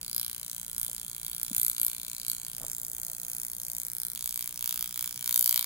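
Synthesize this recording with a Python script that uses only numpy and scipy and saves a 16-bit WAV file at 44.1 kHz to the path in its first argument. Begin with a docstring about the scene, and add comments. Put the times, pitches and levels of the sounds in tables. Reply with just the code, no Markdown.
"""Over a faint low rumble and hiss, a dry, bright buzz of ticks begins almost at once: a high-frequency
facial wand moves over cheek, chin and brow, close to a phone in a small curtained room. Its coil fires once
per mains cycle: filtered impulses tick while the glass rests on the skin and swell to a rough crackle where
a gap opens and sparks jump. Delayed copies from face and hand colour each tick; filtered noise makes the
rumble, hiss and soft rubs, and short damped tones make the handling knocks."""
import sys
import numpy as np
from scipy import signal
from scipy.fft import rfft, irfft
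from scipy.io import wavfile
from scipy.ndimage import map_coordinates

SR = 44100
rng = np.random.default_rng(int(sys.argv[2]) if len(sys.argv) > 2 else 0)


def generate_wav(sig):
    """Save sig (samples, or channels by samples) to the path in sys.argv[1] as 16-bit PCM at SR."""
    pcm = np.round(np.clip(np.atleast_2d(sig).T, -1, 1) * 32767).astype(np.int16)
    wavfile.write(sys.argv[1], SR, pcm)


N = 249165

MAINS_HZ = 59.9593
# strength of the discharge while the glass rests on the skin, and the most that an open gap adds (dB)
FACE_DB, BROW_DB, GAP_GAIN_DB = -39.5, -40.5, 15.5
# slow wavering of the discharge with the pressure of the hand: spread (dB), rate (per s)
WAVER_DB, WAVER_RATE = .6, 28
# firing-to-firing scatter, and echoes from face and hand on cheek and chin (dB)
SCATTER_DB, NEAR_DB = .7, -18.5
# amplitude of side streamers beside the main spark: on cheek and chin, and on the brow
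FACE_BRANCH, BROW_BRANCH = .12, .2
# creeping discharges under the main snap, on face and brow with no gap (dB), and their mean delay (s)
FACE_CRACKLE_DB, BROW_CRACKLE_DB, CREEP_S = -19.5, -15, .0005
# how far the turning wand shifts the skew between the ports (share), and how often (per s)
TURN_SHARE, TURN_RATE = .2, 7
# the nearest wall's answer to the snaps on the brow: delay (s), level (dB)
WALL_S, WALL_DB = .009, -22
ROOM_T60_S = .25
TOP_HZ = 16450

# background rumble of the room: frequency_hz, relative_density_db (per Hz)
RUMBLE_COLOUR = [(20, -10.5), (55, 4.5), (85, -5.5), (135, 1.5), (200, -2.5), (270, -10.5), (360, -15),
                 (700, -18), (1500, -20.5), (4000, -31), (16000, -24)]
# faint steady hiss: frequency_hz, relative_density_db (per Hz)
HISS_COLOUR = [(1000, -30), (3000, -16), (5500, -9), (8000, 0), (11000, 0), (16000, -3)]
# firing on cheek and chin, then on the brow: start_s, end_s
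FACE_SPAN = (.014, 4.155)
BROW_SPAN = (4.1589, 5.66)
# opening and settling of the gap between glass and skin: widest_s, opening_s, closing_s, relative_gap
# (the gain levels off above a gap of 1)
GAP_OPENINGS = [(.168, 0.025, 0.058, 1), (.28, 0.035, 0.043, 0.22), (.797, 0.031, 0.082, 0.63),
                (1.246, 0.021, 0.27, 0.2), (1.429, 0.01, 0.013, 0.94), (1.595, 0.046, 0.074, 1.94),
                (1.696, 0.02, 0.015, 0.76), (1.84, 0.04, 0.043, 2.4), (2.293, 0.018, 0.035, 0.99),
                (2.736, 0.12, 0.073, 0.15), (3.06, 0.23, 0.064, 0.21), (3.29, .025, 0.038, 0.23),
                (3.39, 0.081, 0.1, 0.27), (3.689, 0.1, 0.23, 0.18), (4.045, 0.096, 0.068, 0.36),
                (4.272, 0.065, 0.03, 0.65), (4.37, 0.053, 0.091, 0.55), (4.476, .008, 0.012, 0.18),
                (4.66, 0.059, 0.073, 0.62), (4.81, 0.089, 0.052, 0.69), (4.995, 0.043, 0.1, 0.6),
                (5.25, 0.06, 0.059, 0.099), (5.44, 0.14, 0.17, 2.4)]
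# spectrum of a tick with the glass at rest on each place: frequency_hz, relative_level_db
CHEEK_TICK = [(400, -42.5), (700, -33.5), (1100, -19.5), (1850, -22), (2400, -16), (2900, -14.5),
              (4300, -9.5), (5400, -11.5), (7600, 1), (10000, 6.5), (12700, 4), (15200, 5.5), (16400, -5)]
CHIN_TICK = [(400, -62), (700, -32), (1100, -25), (1800, -26), (2350, -23), (2850, -19.5), (3500, -23),
             (5300, -12), (6500, -9.5), (7600, -0.5), (10000, 2.5), (12700, 3.5), (15200, 5.5),
             (16400, -5.5)]
BROW_TICK = [(400, -37), (700, -22), (1100, -19), (1850, -22.5), (2900, -13), (4300, -12), (5800, -5),
             (7600, -1.5), (10000, 3), (12700, 0.5), (15200, 6), (16400, -0.5)]
# spectrum of an open spark in each place: frequency_hz, relative_level_db
CHEEK_SPARK = [(400, -101), (700, -26), (1100, -29), (1800, -47), (2900, -22), (4300, -13), (5600, -19),
               (7600, 7), (10000, 12.5), (12700, 22), (15200, 10.5), (16400, -7.5)]
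BROW_SPARK = [(400, -46), (700, -30), (1100, -22.5), (1850, -23), (2900, -17), (4300, -10.5), (5800, -15),
              (7600, -8), (10000, -3), (12700, 4), (15200, 2), (16400, -10)]
# spectrum of the tiny discharges creeping over the skin: frequency_hz, relative_level_db
CREEP_COLOUR = [(400, -40), (1100, -12), (2300, -3), (3500, 0), (6000, 0), (7500, 0), (10000, -5),
                (16400, -8)]
# resonances of the plastic handle: frequency_hz, width_hz, level_db (before each place's handle_db)
HANDLE_MODES = [(1000, 230, 0.5), (1402, 300, 5), (2307, 203, 4), (3090, 350, -1), (4380, 490, -3.5)]
# slide of the wand from cheek to chin: start_s, end_s
SLIDE_S = (2.3, 2.8)
# body of the snaps, under their bright edge: time_s, gain_db
BODY_GAIN = [(0, -1), (.2, 0.5), (.3, 0.5), (.42, 1.5), (.65, -1), (.8, -2), (1.05, -0.5), (1.45, 0),
             (1.65, 0.5), (1.85, 0.5), (2.1, 1.5), (2.3, 0), (2.6, 1), (2.9, -2), (3.2, -0.5), (3.45, -1.5),
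             (3.7, -1), (4.17, 0.5), (4.28, -3.5), (4.42, -1), (4.72, 0.5), (5.15, -0.1), (5.3, 0.5),
             (5.42, -7.5), (5.52, -0.5), (5.64, 4)]
# sizzle of the snaps: time_s, gain_db; and its band: low_hz, high_hz
SIZZLE_GAIN = [(0, 2), (.2, -6.5), (.5, 2.5), (.8, -2.5), (.95, 1), (1.2, 0), (1.35, -5), (1.55, 3.5),
               (1.66, 1), (2, 0), (2.12, 4), (2.27, 0.5), (2.4, 5), (2.52, -2.5), (2.7, 5.5), (2.85, 1.5),
               (3.55, -2), (3.8, 2.5), (3.9, -4), (4.14, -5.5), (4.17, 3), (4.35, .5), (4.8, -0.5),
               (5.3, 2), (5.64, -0.5)]
SIZZLE_HZ = (6100, 8500)
# flicker of the colour from snap to snap: low_hz, high_hz, spread_db
FLICKER_BANDS = [(1700, 3200, 1.4), (3200, 4600, 1.5), (4600, 6300, 1.8), (11500, 16000, .8)]
# bands of the ticks that slowly strengthen or thin out:
# strongest_s, rise_s, fall_s, low_hz, high_hz, gain_db
BAND_SWELLS = [(.12, .25, 0.23, 4100, 5870, 7), (1.08, 0.12, .22, 4600, 5300, -2),
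               (2.2, 0.35, 0.28, 3960, 4760, 5.5), (2.75, .12, 0.22, 2700, 3050, -13),
               (3.25, .3, 0.4, 2780, 3120, -15), (3.3, 0.4, 0.57, 6400, 6830, 7),
               (3.98, .28, 0.36, 2550, 2970, -15), (4.05, 0.18, .2, 4000, 4270, 4.5)]
# phase between the phone's two ports: frequency_hz, right_lag_rad (negative lags are scaled by the skew)
PORT_PHASE = [(1900, 0), (2700, -1.8), (3400, -1.3), (4200, -1.2), (4900, -2.3), (5600, -2.4), (6400, -.5),
              (7200, .2), (8700, 3.14), (14650, 15.7), (15600, 17.6)]
# excess of the right port over the left: frequency_hz, level_db
PORT_BALANCE = [(500, 2), (1200, 1), (5000, 3.2), (8000, 1.3), (12000, 0)]
# knocks of handling: centre_s, pitch_hz, gaussian_width_s, peak_db
HANDLING_KNOCKS = [(.8915, 600, .0008, -48), (.902, 500, .0012, -54), (.917, 520, .0012, -55),
                   (1.396, 1570, .004, -60), (1.514, 560, .003, -54), (1.5166, 225, .0034, -33)]
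# soft rubs round the mouth: strongest_s, rise_s, fall_s, level_db (before the grain)
RUBS = [(2.62, 0.06, 0.057, -60), (2.8, 0.18, 0.33, -69), (3.3, 0.24, 0.44, -69)]
# spectrum of the rubbing: frequency_hz, relative_density_db (per Hz)
RUB_COLOUR = [(150, -3.5), (400, -12.5), (650, -5.5), (1200, -15), (2000, -31), (4000, -50), (16000, -49)]
# lone snaps between the firings: time_s, level_db (before grip and mixing)
STRAY_SNAPS = [(4.402, -27), (4.418, -22), (4.435, -25), (5.287, -20)]


def undb(db):
    """Amplitude ratio: 20 decibels are a factor of ten."""
    return 10 ** (np.asarray(db) / 20)


def shape_db(points, hz):
    """Spectral envelope: levels interpolated on a log-frequency axis."""
    f, db = np.transpose(points)
    return np.interp(np.log(np.maximum(hz, 1)), np.log(f), db)


def curve_gain(points):
    """Amplitude envelope: decibel levels interpolated in time."""
    return undb(np.interp(np.arange(N) / SR, *np.transpose(points)))


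def walk(t, rate):
    """Band-limited random fluctuation: a smooth wander of spread near 1, read at the times t."""
    knots = rng.standard_normal(int(N / SR * rate) + 3)
    return map_coordinates(knots, [t * rate], order=2, mode="nearest")


def swell(t, peak_s, rise_s, fall_s):
    """Asymmetric Gaussian envelope: one smooth movement from 0 up to 1 and back."""
    return np.exp(-((t - peak_s) / np.where(t < peak_s, rise_s, fall_s)) ** 2)


def passband(x, edges_hz, order=2):
    """Zero-phase band-pass filtering: one band of a sound, without delay."""
    return signal.sosfiltfilt(signal.butter(order, edges_hz, "band", fs=SR, output="sos"), x)


def noise(colour, channels=2):
    """Spectral shaping of white noise: independent channels of one colour, rms 1."""
    white = rng.standard_normal((channels, N))
    hz = np.arange(N // 2 + 1) * SR / N
    x = irfft(rfft(white) * undb(shape_db(colour, hz)), N)
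    return x / np.std(x)


def room_tone(level_db, side_db):
    """Correlated background noise: a low, steady rumble, nearly the same at both ports."""
    mid, side = noise(RUMBLE_COLOUR)
    return (mid + undb(side_db) * side * np.array([[1], [-1]])) * undb(level_db)


def gap_db(t):
    """Breakdown across a gap: a wider gap gives a louder spark, up to what the coil can deliver."""
    gap = sum(width * swell(t, s, opening, closing) for s, opening, closing, width in GAP_OPENINGS)
    return GAP_GAIN_DB * np.tanh(gap)


def clicks(times, sizes, order=8):
    """Band-limited impulses: a windowed sinc places them between the samples."""
    at = np.ravel(times)[:, None] * SR
    taps = np.floor(at).astype(int) + np.arange(1 - order, order + 1)
    window = np.cos(np.pi / 2 * (taps - at) / order) ** 2
    weights = np.ravel(sizes)[:, None] * np.sinc(taps - at) * window
    inside = (taps >= 0) & (taps < N)
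    return np.bincount(taps[inside], weights[inside], N)


def reflected(times, sizes, near_db, first_s=0.000494, reach_s=.0021, drift_s=.00008, hop_s=6e-6, count=14):
    """Early reflections off face, hand and phone: paths drift with the wand and hop at each new spark spot."""
    fade_db = 7
    out = clicks(times, sizes)
    for share in (np.arange(count) + rng.random(count)) / count:
        drift = drift_s * walk(times, 3)
        lag = first_s + reach_s * share + drift + hop_s * rng.standard_normal(len(times))
        polarity = np.sign(rng.standard_normal())
        out = out + clicks(times + lag, sizes * polarity * undb(near_db - fade_db * share))
    return out


def ring(x, colour, handle_db, late_s=0.0005007, late_below_hz=5500, size=2048):
    """Impulse response and modal resonance: a causal snap excites the handle; each impulse keeps its energy."""
    hz = np.arange(size // 2 + 1) * SR / size
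    bass_cut = hz ** 2 / (hz ** 2 + 350 ** 2) + 0.00092
    # folding the cepstrum gives minimum phase
    cepstrum = irfft(np.log(undb(shape_db(colour, hz)) * bass_cut))
    cepstrum[1:size // 2] *= 2
    cepstrum[size // 2 + 1:] = 0
    modes = sum(undb(db + handle_db) * 1j * hz * w / (f ** 2 - hz ** 2 + 1j * hz * w)
                for f, w, db in HANDLE_MODES)
    # with late_s above 0, the body of the tick trails its bright edge
    delay_s = late_s / (1 + (hz / late_below_hz) ** 6)
    phase = 2 * np.pi * np.cumsum(delay_s) * SR / size
    snap = irfft(np.exp(rfft(cepstrum) - 1j * phase) * (1 + modes))[:size // 2]
    return signal.fftconvolve(x, snap / np.linalg.norm(snap))[:N]


def crackle(times, sizes, count=12):
    """Creeping surface discharge: tiny, equally strong, irregularly spaced pulses after every firing."""
    lags = CREEP_S * rng.exponential(size=(len(times), count))
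    grains = sizes[:, None] * rng.choice([-1, 1], lags.shape) / np.sqrt(count)
    return ring(clicks(times[:, None] + lags, grains), CREEP_COLOUR, handle_db=-53, late_s=0)


def wand(span, contact_db, tick_colours, spark_colour, spark_from_db, branch, branch_s, near_db,
         handle_db, scatter_db, crackle_db, count=3):
    """Periodic discharge: a firing per mains cycle, its energy passing from ticks to branching sparks."""
    t = np.arange(*span, 1 / MAINS_HZ)
    level_db = contact_db + gap_db(t) + WAVER_DB * walk(t, WAVER_RATE)
    size = undb(level_db + scatter_db * rng.standard_normal(len(t))) * np.sqrt(SR / MAINS_HZ)
    sparking = .5 + .5 * np.tanh((level_db - spark_from_db) / 4)
    # the path to the phone changes slowly, and breakdown comes a few microseconds early or late
    t = t + 2e-5 * walk(t, 3.0) + 4e-6 * rng.standard_normal(len(t))
    ticks = reflected(t, size * np.sqrt(1 - sparking), near_db)
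    spark_size = size * np.sqrt(sparking / (1 + count * branch ** 2))
    sparks = reflected(t, spark_size, near_db - 3)
    # thin, bright side streamers follow the main spark at random, within a fraction of a millisecond
    lags = np.cumsum(branch_s * rng.uniform(0.69, 1.67, (len(t), count)), axis=1)
    streamer_sizes = spark_size[:, None] * branch * (2 * rng.random(lags.shape) - 1)
    streamers = clicks(t[:, None] + lags, streamer_sizes)
    sparks = sparks + signal.lfilter(*signal.butter(1, 4000, "high", fs=SR), streamers)
    # both fire in the same instant, so where they blend their amplitudes add
    blend = np.interp(np.arange(N) / SR, t, np.sqrt(sparking) + np.sqrt(1 - sparking))
    resting = sum(share * ring(ticks, colour, handle_db) for colour, share in tick_colours)
    creeping = crackle(t, size * undb(crackle_db - 0.42 * gap_db(t)))
    return (resting + ring(sparks, spark_colour, handle_db)) / blend + creeping


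def grip(x, split_hz, flicker_rate=48):
    """Time-varying band gain: body and sizzle swell apart from the bright edge, and the colour flickers."""
    t = np.arange(N) / SR
    body = signal.sosfiltfilt(signal.butter(4, split_hz, fs=SR, output="sos"), x)
    x = x + body * (curve_gain(BODY_GAIN) - 1)
    x = x + passband(x, SIZZLE_HZ) * (curve_gain(SIZZLE_GAIN) - 1)
    for low, high, db in FLICKER_BANDS:
        x = x + passband(x, [low, high]) * (undb(db * walk(t, flicker_rate)) - 1)
    return x


def band_swells(x):
    """Time-varying band gain: parts of the ticks' spectrum swell or hollow."""
    t = np.arange(N) / SR
    for s, rise, fall, low, high, db in BAND_SWELLS:
        x = x + passband(x, np.sort([low, high])) * (undb(db * swell(t, s, rise, fall)) - 1)
    return x


def ports(x, skew):
    """Phase and level difference at two receivers: the mid-range lag depends on where the wand is held."""
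    hz = np.arange(N + 1) * SR / (2 * N)
    lag = np.interp(hz, *np.transpose(PORT_PHASE))
    lag = np.where(lag < 0, skew * lag, lag)
    right = undb(shape_db(PORT_BALANCE, hz) / 2)
    return irfft(rfft(x, 2 * N) * np.array([1 / right, right * np.exp(-1j * lag)]))[:, :N]


def turning(x, skew):
    """Interference of shifting phases: as the wand turns, a hollow drifts through the mid-range."""
    turn = .5 + .5 * np.tanh(walk(np.arange(N) / SR, TURN_RATE))
    return turn * ports(x, skew * (1 + TURN_SHARE)) + (1 - turn) * ports(x, skew * (1 - TURN_SHARE))


def spread(x, level_db, low_hz, high_hz, reach_s, count=4):
    """Scattering by hand and cheek: short, shifting mid-range paths, of opposite sign at the two ports."""
    n = np.arange(N)
    band = passband(x, [low_hz, high_hz], order=3)
    lags = reach_s * (np.arange(count) + rng.random(count)) / count
    paths = (np.interp(n - SR * (lag + .00012 * walk(n / SR, 23)), n, band) for lag in lags)
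    side = sum(paths) / np.sqrt(count)
    return undb(level_db) * side * np.array([[1], [-1]])


def sway(x, path_s, rate=5):
    """Variable propagation delay: the moving hand keeps changing the path to the walls."""
    n = np.arange(N)
    return map_coordinates(x, [n + path_s * SR * walk(n / SR, rate)], order=5, mode="constant")


def room(x, wet_db, t60, curtain_hz, apart_db):
    """Diffuse reverberation: an exponential tail, mostly different at each port, dulled by the curtain."""
    t = np.arange(SR // 2) / SR
    shared, left, right = rng.standard_normal((3, len(t)))
    tail = shared + undb(apart_db) * np.array([left, right])
    tail = tail * undb(-60 * t / t60) * (1 - np.exp(-t / 0.0013))
    tail *= undb(wet_db) / np.linalg.norm(tail, axis=1, keepdims=True)
    dull = signal.lfilter(*signal.butter(1, min(curtain_hz, .45 * SR), fs=SR), x)
    return signal.fftconvolve(dull, tail, axes=1)[:, :N]


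def bumps():
    """Heavily damped vibration: soft knocks of the wand in the hand, as tones in Gaussian envelopes."""
    t = np.arange(N) / SR
    return sum(undb(db) * np.exp(-.5 * ((t - s) / width) ** 2) * np.cos(2 * np.pi * hz * (t - s))
               for s, hz, width, db in HANDLING_KNOCKS)


def rubbing(grain_db):
    """Sliding friction: an uneven, dull rustle of noise."""
    t = np.arange(N) / SR
    slide = sum(undb(db) * swell(t, s, rise, fall) for s, rise, fall, db in RUBS)
    return noise(RUB_COLOUR, channels=1) * slide * undb(grain_db * walk(t, 30))


def wall(x):
    """Specular reflection: a single short slap from the nearest wall."""
    late = np.pad(x, (int(WALL_S * SR), 0))[:N]
    return undb(WALL_DB) * ports(sway(late, path_s=0.00023), skew=1.0)


def stray_snaps():
    """Extra breakdown: a few lone sparks on the brow between the regular firings."""
    times, snap_db = np.transpose(STRAY_SNAPS)
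    return ring(clicks(times, undb(snap_db)), BROW_SPARK, handle_db=-2)


def scene():
    """Superposition: the wand on the lower face and then on the brow, with its reflections and room."""
    background = room_tone(level_db=-58.5, side_db=-14) + undb(-67) * noise(HISS_COLOUR)
    on_chin = np.interp(np.arange(N) / SR, SLIDE_S, (0, 1))
    face = wand(FACE_SPAN, FACE_DB, [(CHEEK_TICK, 1 - on_chin), (CHIN_TICK, on_chin)], CHEEK_SPARK,
                spark_from_db=-28.5, branch=FACE_BRANCH, branch_s=0.0001, near_db=NEAR_DB,
                handle_db=4, scatter_db=SCATTER_DB, crackle_db=FACE_CRACKLE_DB)
    brow = wand(BROW_SPAN, BROW_DB, [(BROW_TICK, 1)], BROW_SPARK,
                spark_from_db=-35.0, branch=BROW_BRANCH, branch_s=0.0001, near_db=NEAR_DB + 6.5,
                handle_db=2.5, scatter_db=SCATTER_DB, crackle_db=BROW_CRACKLE_DB)
    brow = brow + stray_snaps()
    face, brow = grip(np.array([face, brow]), split_hz=5900)
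    face = band_swells(face)
    direct = turning(face, skew=0.78) + turning(brow, skew=0.73)
    near = spread(face + undb(-5) * brow, level_db=0.5, low_hz=2400, high_hz=7250, reach_s=0.001614)
    radiated = sway(undb(-1.0) * (face + brow), path_s=0.000204)
    far = room(ports(radiated, skew=1.0), wet_db=-6.0, t60=ROOM_T60_S, curtain_hz=6860, apart_db=7.5)
    return direct + near + wall(brow) + far + bumps() + rubbing(grain_db=4.0) + background


def record(dry):
    """Band limitation: the phone's elliptic low-pass cuts the top steeply."""
    return signal.sosfilt(signal.ellip(8, .3, 60, TOP_HZ, fs=SR, output="sos"), dry)


dry = scene()
out = record(dry)
generate_wav(out)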